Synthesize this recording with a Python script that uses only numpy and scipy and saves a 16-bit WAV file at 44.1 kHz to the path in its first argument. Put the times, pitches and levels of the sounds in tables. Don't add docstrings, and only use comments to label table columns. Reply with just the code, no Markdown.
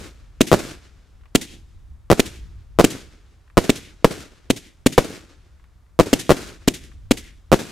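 import sys
import numpy as np
from scipy import signal
from scipy.fft import rfft, irfft, next_fast_len
from scipy.io import wavfile
from scipy.ndimage import map_coordinates

SR = 44100
rng = np.random.default_rng(int(sys.argv[2]) if len(sys.argv) > 2 else 0)


def dump_mix(stems):
    frames = np.atleast_2d(stems).T
    limited = np.clip(frames, -1, 1)
    pcm = np.round(limited * 32767).astype(np.int16)
    wavfile.write(sys.argv[1], SR, pcm)


N = 340011

# (time at the centre microphone [s], distance to the right [m], height [m], echo [dB])
BURSTS = [ (-0.115, -20, 56, -2), (0.5285, -24.5, 48, 1.5), (2.1141, -31.3, 61.5, -1.5),
          (2.7977, -19.9, 55.5, -1), (3.5769, -12, 61, -0.5), (4.0450, 0, 53, 0), (4.9812, 4.7, 60.5, 0),
          (5.9973, 13.3, 55.5, -1), (6.3048, 24, 56.5, 1), (7.5277, 22.6, 58, 0)]
# (time [s], thump [dB], thump pitch [Hz], crack [dB], echo [dB], swish pitch [Hz], swish [dB])
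LIFTS = [ (0.4082, 3.5, 275, -2, 3.5, 2780, -53.5), (1.3507, 2.5, 263, -0.5, 3, 3000, -51),
         (2.195, 0.5, 282.4, -3.5, -1, 2530, -54.5), (2.8416, 3, 285.7, -2, 1.5, 2800, -58),
         (3.6945, 1, 274, -5.5, 0.5, 2400, -50.5), (4.5020, -1, 292, -7, -1, 2200, -55),
         (4.862, 1.5, 288, -2.5, 0.5, 2465, -48.5), (6.1305, 2.5, 290, -3, 4.5, 2190, -54.5),
         (6.6774, -0.5, 271, -4, 1, 2000, -56.5), (7.1102, 0.5, 284, -4.5, -0.5, 2080, -52)]
# (delay [s], rise [s], hold [s], t60 [s], burst boom [dB], burst hiss [dB], lift boom [dB], lift hiss [dB])
REFLECTORS = [ (0, .001, 0.0039, .19, -19, -26.5, -25, -34.5),
              (0.0654, .005, 0.0065, .13, -28.5, -34.5, -37.5, -34.5),
              (0.083, .05, .085, .33, -39, -41, -50.5, -52),
              (.32, 0.018, .01, 0.28, -63, -58.5, -77.5, -81),
              (0.15, .1, 0.025, 1.8, -55.5, -56.5, -64, -67)]


def amp(db):
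    return 10 ** (np.asarray(db) / 20)


def unit(x):
    return x / np.sqrt(np.mean(x ** 2) + 1e-20)


def colour(points, hz):
    knots_hz, db = np.transpose(points)
    return amp(np.interp(np.log(hz + 1), np.log(knots_hz + 1), db))


def filtered(x, response):
    size = x.shape[-1]
    padded = next_fast_len(size + 8192)
    return irfft(rfft(x, padded) * response(np.fft.rfftfreq(padded, 1 / SR)), padded)[..., :size]


def pole(x, hz, kind):
    return signal.lfilter(*signal.butter(1, hz, kind, fs=SR), x)


def noise(response, size, side_db, spiky=1):
    white = rng.standard_normal((2, size))
    mid, side = filtered(np.sign(white) * np.abs(white) ** spiky, response)
    return unit(np.array([mid + amp(side_db) * side, mid - amp(side_db) * side]))


def wobble(per_s, size):
    knots = rng.standard_normal(int(size * per_s / SR) + 4)
    return map_coordinates(knots, [np.arange(size) * per_s / SR])


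def overload(x, top, hardness):
    return x / (1 + np.abs(x / top) ** hardness) ** (1 / hardness)


def add(track, start_s, x):
    start = round(start_s * SR)
    first, end = max(start, 0), min(start + x.shape[-1], N)
    if end > first:
        track[..., first:end] += x[..., first - start:end - start]


def night_wind():
    # (time [s], level [dB])
    gusts = [(0.0, -44.5), (0.96, -48.5), (1.92, -42.5), (2.08, -49.5), (2.4, -39.5), (3.2, -48),
             (3.52, -53.5), (3.76, -49), (4.88, -54), (5.28, -49), (5.92, -50.5), (6.8, -46.5),
             (6.96, -40.5), (7.36, -45), (7.7, -54.6)]
    # (frequency [Hz], level [dB])
    rumble_colour = [(15, -13), (30, -6), (50, 0.5), (70, -1.5), (110, -12), (170, -22.5), (300, -39),
                     (900, -68.5)]
    # (frequency [Hz], level [dB])
    air_colour = [(100, -9), (200, -4), (400, -10.5), (1200, -10.5), (3000, -22), (8000, -25.5),
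                  (12000, -29.5), (16000, -38)]
    gust_db = np.interp(np.arange(N) / SR, *np.transpose(gusts))
    buffet_db = 2 * wobble(per_s=17, size=N)
    rumble = noise(lambda hz: colour(rumble_colour, hz), N, side_db=-9.5)
    hush = noise(lambda hz: colour(air_colour, hz), N, side_db=-8)
    return amp(gust_db + buffet_db) * rumble + amp(-66.5) * hush


def echo_envelope(t, levels_db):
    power = np.zeros(len(t))
    for (delay, rise, hold, t60, *_), db in zip(REFLECTORS, levels_db):
        swell = np.exp(-(np.minimum(t - delay, 0) / rise) ** 2)
        release = amp(-60 * np.maximum(t - delay - hold, 0) / t60)
        power += (amp(db) * swell * release) ** 2
    return np.sqrt(power)


def echo(boom_db, hiss_db, spectrum, ragged_db, clump_db):
    length_s, rattle_s, dulling_s = 1.1, .06, .39
    crossover_hz, rattle_low_hz, thud_top_hz, air_top_hz = 1000, 260, 810, 8500
    t = np.arange(int(length_s * SR)) / SR
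    lows = lambda hz: 1 / (1 + (hz / crossover_hz) ** 4)
    rattle_band = lambda hz: colour(spectrum, hz) * lows(hz) * hz / (hz + rattle_low_hz)
    thud_band = lambda hz: colour(spectrum, hz) / (1 + (hz / thud_top_hz) ** 4)
    rattle = noise(rattle_band, len(t), side_db=-7, spiky=1.5)
    thuds = noise(thud_band, len(t), side_db=-7, spiky=4.5)
    near = np.exp(-t / rattle_s)
    boom = np.sqrt(near) * rattle + np.sqrt(1 - near) * thuds
    bright = noise(lambda hz: colour(spectrum, hz) * (1 - lows(hz)), len(t), side_db=-8, spiky=2.1)
    dull = unit(filtered(bright, lambda hz: np.exp(-(hz / air_top_hz) ** 2)))
    far = np.clip(t / dulling_s, 0, 1)
    hiss = (1 - far) * bright + far * dull
    scatter = amp(ragged_db * wobble(130, len(t)) + clump_db * wobble(32, len(t)))
    return scatter * (boom * echo_envelope(t, boom_db) + hiss * echo_envelope(t, hiss_db))


def echoes():
    # (frequency [Hz], level [dB])
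    burst_colour = [(41, -29.5), (70, -4), (155, -4), (190, -4), (321, -1), (977, -15.5), (1510, -14.5),
                    (1890, -18.5), (2270, -18.5), (3040, -20), (7220, -22), (12500, -30.5), (16000, -42.5)]
    # (frequency [Hz], level [dB])
    lift_colour = [(59, -36.5), (100, -3.5), (234, -3), (302, -2.5), (335, -2.5), (471, -14.5),
                   (1200, -24.5), (1950, -15), (2520, -16), (3700, -13.5), (4200, -17.5), (6700, -15.5),
                   (11900, -23), (16000, -39)]
    out = np.zeros((2, N))
    *_, burst_boom_db, burst_hiss_db, lift_boom_db, lift_hiss_db = np.transpose(REFLECTORS)
    for time_s, *_, echo_db in BURSTS:
        tail = echo(burst_boom_db, burst_hiss_db, burst_colour, ragged_db=-.12, clump_db=1.2)
        add(out, time_s, amp(echo_db) * tail)
    for time_s, *_, echo_db, _, _ in LIFTS:
        tail = echo(lift_boom_db, lift_hiss_db, lift_colour, ragged_db=.6, clump_db=1.13)
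        add(out, time_s, amp(echo_db) * tail)
    return out


def lifts():
    # (lag [ms], thump [dB], crack [dB], sizzle [dB])
    cake_at_mics = [(5, -2, 4, -11), (0.5, 2.5, -3.5, -12.5), (8, -4, -2.5, -8.5)]
    # (frequency [Hz], level [dB])
    muzzle_colour = [(400, -8), (1100, -15.5), (1800, -2.5), (2800, 4.5), (5000, -4.5), (7500, -2),
                     (10000, -10), (15000, -14.5)]
    mics, t = np.zeros((3, N)), np.arange(SR // 16) / SR
    gas = lambda: unit(filtered(rng.standard_normal(len(t)), lambda hz: colour(muzzle_colour, hz)))
    for time_s, thump_db, thump_hz, crack_db, *_ in LIFTS:
        add(mics[1], time_s - .0025, amp(-32.5 - 60 * t / .053) * gas())
        for mic, (lag_ms, near_db, sharp_db, sizzle_db) in zip(mics, cake_at_mics):
            phase = 2 * np.pi * thump_hz * np.exp(rng.normal(0, .1)) * t
            swing = np.sin(phase + .66) * amp(-60 * t / .016)
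            tube = np.sin(1.75 * phase + .091) * amp(-10 - 60 * t / .011)
            crack = gas() * (amp(sharp_db - 60 * t / .0044) + amp(sizzle_db - 60 * t / .02))
            place_ms = rng.normal(0, .17) * (lag_ms > 0)
            blast = amp(thump_db + near_db) * (swing + tube) + amp(crack_db) * crack
            add(mic, time_s + (lag_ms + place_ms) / 1000, blast)
    return mics


def swishes():
    out, t = np.zeros((2, N)), np.arange(SR // 2) / SR
    swell = np.exp(-((t - .15) / .066) ** 2)
    # (frequency [multiples of the swish pitch], level [dB])
    shape = [(.25, -40), (.6, -14), (.8, -1), (1, 0), (1.5, -5), (2.5, -16), (6, -40)]
    for time_s, *_, swish_hz, swish_db in LIFTS:
        rush_colour = [(ratio * swish_hz, db) for ratio, db in shape]
        rush = noise(lambda hz: colour(rush_colour, hz), len(t), side_db=-8.5)
        add(out, time_s, amp(swish_db) * swell * rush)
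    return out


def shock(push_ms, pull_ms, pull, sag, grit_db, grit_t60):
    t = np.arange(SR // 16) / SR
    knots_ms = np.cumsum([0, push_ms, pull_ms / 4, pull_ms / 2, pull_ms / 4])
    wave = np.interp(t * 1000, knots_ms, [1, 0, -pull, -pull * sag, 0], right=0)
    grit = unit(pole(rng.standard_normal(len(t)), 1500, "low"))
    return wave + amp(grit_db - 60 * t / grit_t60) * grit


def bursts():
    mic_places = [(-9, 1.06), (0, .3), (9, 1.06)]
    # (direct [dB], ground bounce [dB])
    burst_at_mics = [(11.5, 4.5), (5.5, 5), (9.5, 2.5)]
    sound_m_per_s = 343
    mics = np.zeros((3, N))
    for time_s, right_m, height_m, _ in BURSTS:
        flight_s = lambda x, z: np.hypot(x - right_m, z - height_m) / sound_m_per_s
        burst_s = time_s - flight_s(*mic_places[1])
        for mic, (x, z), (direct_db, bounce_db) in zip(mics, mic_places, burst_at_mics):
            stretch = np.exp(rng.normal(0, .063))
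            direct = shock(.47 * stretch, 1.25 * stretch, pull=.6, sag=.75, grit_db=-30, grit_t60=.028)
            bounce = shock(.61 * stretch, 1.6 * stretch, pull=.81, sag=.53, grit_db=-20.5, grit_t60=.03)
            add(mic, burst_s + flight_s(x, z), amp(direct_db) * direct)
            add(mic, burst_s + flight_s(x, -z), amp(bounce_db) * bounce)
    return mics


def star_ticks():
    # (time [s], level [dB])
    pops = [(1.2111, -53), (1.2351, -47), (1.2565, -43.5), (3.477, -49), (3.5, -44.5), (5.5967, -51),
            (5.6411, -46.5), (5.8647, -57.5), (6.6199, -47), (6.9162, -42)]
    # (frequency [Hz], level [dB])
    pop_colour = [(300, -32), (900, -1), (1600, 4), (3000, -6), (6000, -27), (14000, -32.5)]
    out, t = np.zeros((2, N)), np.arange(SR // 8) / SR
    for time_s, db in pops:
        puff = noise(lambda hz: colour(pop_colour, hz), len(t), side_db=-7)
        add(out, time_s, amp(db - 6 - 60 * t / .0384) * puff)
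    return out


def scene():
    spill, balance_db = .45, [[.35], [-.35]]
    mics = overload(bursts() + lifts(), top=1.22, hardness=6)
    softened = pole(mics, 15000, "low")
    left, centre, right = pole(softened, 27, "high")
    blasts = np.array([left + centre + spill * right, right + centre + spill * left])
    return (blasts + echoes() + swishes() + star_ticks() + night_wind()) * amp(balance_db)


def record(dry):
    top_hz = 15700
    clipped = overload(dry, top=.98, hardness=10)
    return filtered(clipped, lambda hz: 1 / np.sqrt(1 + (hz / top_hz) ** 140))


dry = scene()
out = record(dry)
dump_mix(out)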